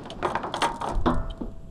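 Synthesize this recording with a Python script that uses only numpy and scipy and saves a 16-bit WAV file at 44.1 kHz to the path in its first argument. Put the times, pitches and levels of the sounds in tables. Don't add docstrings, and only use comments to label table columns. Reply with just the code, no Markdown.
import sys
import numpy as np
from scipy import signal
from scipy.fft import rfft, irfft
from scipy.io import wavfile

SR = 44100
rng = np.random.default_rng(int(sys.argv[2]) if len(sys.argv) > 2 else 0)


def store_pcm(level_fs):
    pcm = np.round(np.clip(level_fs, -1, 1) * 32767).astype(np.int16)
    wavfile.write(sys.argv[1], SR, np.atleast_2d(pcm).T)


N = 74970


def amp(db):
    return 10 ** (np.asarray(db) / 20)


def unit(x):
    return x / np.sqrt(np.mean(x ** 2) + 1e-20)


def clock():
    return np.arange(N) / SR


def curve(rows):
    return np.interp(clock(), *np.transpose(rows))


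def coloured(x, spectrum):
    points_hz, points_db = np.transpose(spectrum)
    hz = np.fft.rfftfreq(2 * N, 1 / SR)
    gain = amp(np.interp(np.log(hz + 1), np.log(points_hz), points_db))
    return irfft(rfft(x, 2 * N) * gain)[:N]


def noise(spectrum):
    return unit(coloured(rng.standard_normal(N), spectrum))


def add(out, start_s, x):
    i = max(0, round(start_s * SR))
    out[i:] += x[:N - i]


def struck(hits, spectrum, decay, attack_s=0.00073):
    first_t60_s, tail_t60_s, tail_db = decay
    t, power = clock(), np.zeros(N)
    envelope = amp(-60 * t / first_t60_s) + amp(tail_db - 60 * t / tail_t60_s)
    envelope *= 1 - np.exp(-t / attack_s)
    for start_s, level_db in hits:
        add(power, start_s, (amp(level_db) * envelope) ** 2)
    return np.sqrt(power) * noise(spectrum)


def ringing(hits, modes, attack_s, scatter_db=1):
    t, out = clock(), np.zeros(N)
    for start_s, hit_db in hits:
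        for pitch_hz, mode_db, t60_s in modes:
            wave = np.sin(2 * np.pi * (pitch_hz * t + rng.random())) * (1 - np.exp(-t / attack_s))
            level_db = hit_db + mode_db + scatter_db * rng.standard_normal()
            add(out, start_s, wave * amp(level_db - 60 * t / t60_s))
    return out


def wind_and_hiss():
    # time_s, level_db
    gusts = [(0, -50.5), (.14, -46), (.22, -37), (.3, -63), (.37, -36.5), (.45, -63), (.7, -41),
             (.885, -53), (.94, -24), (1.02, -25), (1.07, -36), (1.14, -24.5), (1.18, -18), (1.23, -34),
             (1.3, -30.5), (1.37, -45.5), (1.47, -37), (1.7, -39)]
    # frequency_hz, level_db
    buffet = [(5, -0.5), (15, -2), (38, 0), (60, -11), (100, -13), (200, -28), (500, -52), (1500, -90)]
    hiss = [(60, 16), (130, 23.5), (250, 13), (500, 6.5), (900, -52), (1700, -32), (2400, -18.5),
            (3200, -12.5), (4700, -25.5), (7000, -20), (7500, -15), (8300, -22), (10500, -26), (10950, -32),
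            (11250, -15.5), (11600, -27), (12700, -42), (13650, -32), (14600, -52.5), (15800, -58)]
    return amp(curve(gusts)) * noise(buffet) + amp(-49) * noise(hiss)


def chain_rumble():
    # time_s, level_db
    drag = [(0, -38.5), (.15, -44.5), (.3, -38), (.52, -42.5), (.72, -40), (.79, -46.5), (.86, -36.5),
            (.92, -36), (1.0, -50), (1.3, -49), (1.7, -58)]
    # frequency_hz, level_db
    spectrum = [(50, -15), (85, -5), (125, 3), (230, 3), (400, -5), (900, -9), (1400, -17.5), (2200, -29),
                (5000, -31.5), (12000, -74)]
    return amp(curve(drag)) * noise(spectrum)


def link_clicks():
    # start_s, level_db
    hits = [(.036, -47), (.118, -55), (.281, -46), (.371, -44), (.523, -47), (.567, -33.5), (.608, -35.5),
            (.6895, -46), (.7195, -44.5), (.7435, -44), (.7605, -39), (.769, -45), (.8055, -48),
            (.817, -40), (.8655, -42), (.888, -34.5), (.894, -41.5), (.9515, -44), (.975, -51.5),
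            (1.012, -51), (1.103, -40.5), (1.143, -42), (1.178, -57), (1.300, -51.5), (1.313, -50),
            (1.376, -53.5), (1.516, -59.5)]
    # frequency_hz, level_db
    spectrum = [(1200, -23), (2500, -13), (3500, 5.5), (5000, -2.5), (7000, 0), (9200, 0.5), (11000, -13.5),
                (13000, -22), (15500, -29)]
    return struck(hits, spectrum, decay=(0.0062, 0.059, -11), attack_s=0.000067)


def clanks():
    # start_s, thud_db, clank_db, bite_db, clink_db, tick_db
    blows = [(0.055, -42.5, -37.5, -42, -40, -58), (0.1028, -43, -49, -43.5, -29, -44.5),
             (0.115, -39.5, -60, -65, -46, -62), (.188, -46.5, -47, -60, -61, -69),
             (0.2267, -33, -29.5, -27, -44, -51.5), (0.2467, -27, -21, -27.5, -31.5, -46),
             (.302, -40, -28, -36, -34.5, -51), (.353, -42, -21.5, -24, -33.5, -53),
             (.433, -49, -28.5, -33, -40, -60), (0.44, -39, -27.5, -55, -63, -69),
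             (0.466, -35, -36, -69, -59, -57), (0.5397, -46, -23, -64, -25, -48),
             (0.559, -39.5, -33.5, -50, -35.5, -43), (.6195, -32, -21, -24, -16.5, -32),
             (0.631, -53, -22, -29, -43, -45), (0.6476, -38.5, -25, -24, -23, -38),
             (0.8125, -56, -27, -39, -36.5, -66), (.841, -55, -26.5, -55, -38, -54),
             (0.874, -32, -29, -38, -38.5, -74), (.899, -40.5, -28.5, -39, -43, -45.5)]
    # frequency_hz, level_db
    thud = [(90, -11.5), (160, -15), (230, -7), (360, 7), (480, -10.5), (700, 2), (1500, -73)]
    clank = [(200, -34), (400, -10.5), (470, -7.5), (620, -1.5), (720, -6), (870, 1.5), (1250, -6),
             (1600, -15.5), (2200, -35.5), (3500, -39), (8000, -90)]
    bite = [(900, -45), (1400, 7.5), (1650, 7), (1950, 0.5), (2150, -4), (2400, 5.5), (2750, -23),
            (5000, -56.5), (12000, -93)]
    clink = [(1400, -35.5), (2400, -9), (3000, 3.5), (3400, 4.5), (3900, -5.5), (4500, -5.5), (5600, -46),
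             (9000, -46), (13000, -80)]
    tick = [(2500, -27), (5000, 9), (7000, 4.5), (9200, 2.5), (10500, -8), (12500, -22), (15500, -32)]
    crack = [(400, -15), (900, 0.5), (1600, 7), (2400, -1), (3400, 1.5), (4800, -13.5), (8000, -24),
             (14000, -51)]
    start_s, thud_db, clank_db, bite_db, clink_db, tick_db = np.transpose(blows)
    knocks = (struck(zip(start_s, thud_db), thud, decay=(0.19, 1, -11.5))
              + struck(zip(start_s, clank_db), clank, decay=(0.1, 0.6, -13))
              + struck(zip(start_s, bite_db), bite, decay=(0.021, 0.2, -13.5))
              + struck(zip(start_s, clink_db), clink, decay=(0.018, 0.15, -17))
              + struck(zip(start_s, tick_db), tick, decay=(0.033, 0.19, -13.5)))
    cracks = struck(zip(start_s, bite_db), crack, decay=(0.0071, 0.03, -34), attack_s=0.00035)
    return knocks + amp(3.5) * cracks


def link_ring():
    # start_s, level_db
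    hits = [(.103, -34), (.5405, -34), (.817, -44)]
    # pitch_hz, level_db, t60_s
    modes = [(3350, -9.5, 0.049), (3400, 1, 0.014), (3674, -20, 0.083), (4480, -9.5, 0.041),
             (5330, -8, 0.0364), (6560, -11.5, 0.054), (8980, -9.5, 0.034)]
    return ringing(hits, modes, attack_s=0.00079)


def chain_slither(contacts_per_s=1100, spread_db=4.5, edge_s=0.006):
    # start_s, length_s, level_db
    slides = [(0.246, 0.048, -53.5), (0.298, 0.027, -53), (0.553, .045, -51.5), (0.617, 0.033, -34.5),
              (0.656, 0.022, -51.5), (0.802, 0.12, -56.5)]
    # frequency_hz, level_db
    spectrum = [(1500, -27), (3500, 11), (5000, -3), (7000, 4), (9200, 2), (11000, -4), (13000, -12),
                (15300, -12), (15900, -23)]
    contacts = (rng.random(N) < contacts_per_s / SR) * amp(spread_db * rng.standard_normal(N))
    white_click = struck([(0.00078, 0)], [(20, 0.0082), (20000, 0)], decay=(0.0073, 0.022, -25))
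    shower = unit(signal.fftconvolve(contacts, white_click)[:N])
    t, motion = clock(), np.zeros(N)
    for start_s, length_s, level_db in slides:
        inside_s = np.minimum(t - start_s, start_s + length_s - t)
        motion += amp(level_db) * np.clip(inside_s / edge_s + 0.5, 0, 1)
    return motion * unit(coloured(shower, spectrum))


def binder_ring():
    # start_s, level_db
    hits = [(.2465, -32), (.5405, -36.5), (.6195, -23)]
    # pitch_hz, level_db, t60_s
    modes = [(928, 0, .56), (1214, -5, .32), (1617, -5, .22), (1931, -12, .2), (1971, -12, .2),
             (2085, -13, .2), (371, -10, .4), (861, -6, .3), (1039, -7, .3), (1141, -8, .2),
             (1324, -17, .5), (1818, -15, .25), (2270, -14, .15), (3295, -14, .13), (3500, -16, .13),
             (3682, -18, .13)]
    return ringing(hits, modes, attack_s=0.001)


def binder_drop():
    # start_s, level_db
    hits = [(1.0575, -15.5), (1.069, -25), (1.089, -33)]
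    # frequency_hz, level_db
    low_band = [(60, 6), (130, -8), (350, 1.5), (470, -4), (650, -2), (1100, 1), (1500, -9.5), (2000, -27),
                (2800, -44), (6000, -83)]
    bright_band = [(1200, -26), (2200, -9.5), (2800, -6.5), (3600, 6), (4500, -15), (5400, -11.5),
                   (6500, -24), (10000, -30), (15000, -61)]
    # pitch_hz, level_db, t60_s
    modes = [(165.5, -11.5, 0.63), (246.8, 2.5, 0.28), (334.7, 0.5, 0.19), (592, -10.5, 0.4),
             (585, -27, 0.15), (658.2, -21, 1.83), (783, -46, 0.46), (853, -13, 0.17), (1024, -6, 0.34),
             (1050, -19, 0.32), (1308, -19, 0.58), (1428, -20.5, 0.65), (1400, -53, 0.41),
             (1780, -29.5, 0.65)]
    crash = amp(-3) * struck(hits, low_band, decay=(0.22, 1, -17), attack_s=0.00102)
    clash = amp(-18) * struck(hits, bright_band, decay=(0.017, 0.19, -4))
    deck = amp(-0.5) * ringing(hits[:1], modes, attack_s=0.013)
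    return crash + clash + deck


def link_squeak(peak_s=1.309, half_width_s=0.0047, peak_db=-40.5):
    # frequency_hz, level_db
    spectrum = [(2000, -40), (2900, -19), (3110, 0), (3330, -26), (3600, -17), (3800, -12), (4200, -30),
                (10000, -68)]
    offset = (clock() - peak_s) / half_width_s
    envelope = amp(peak_db) / (1 + offset ** 2) * (offset > -2)
    return envelope * noise(spectrum)


def deck_thumps():
    # start_s, level_db
    hits = [(1.409, -26.5), (1.462, -37)]
    # frequency_hz, level_db
    spectrum = [(60, -11), (150, -9), (215, 6.5), (280, -6), (370, -4), (480, -8.5), (800, -21),
                (1200, -24.5), (1800, -54), (3500, -45.5), (7000, -68), (14000, -90)]
    return struck(hits, spectrum, decay=(0.2, 0.2, -19), attack_s=0.00033)


def scene():
    return (wind_and_hiss() + chain_rumble() + link_clicks() + clanks() + link_ring()
            + chain_slither() + binder_ring() + binder_drop() + link_squeak() + deck_thumps())[None]


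def record(dry):
    cutoff_hz = 15800
    return signal.sosfiltfilt(signal.butter(16, cutoff_hz, fs=SR, output="sos"), dry)


dry = scene()
out = record(dry)
store_pcm(out)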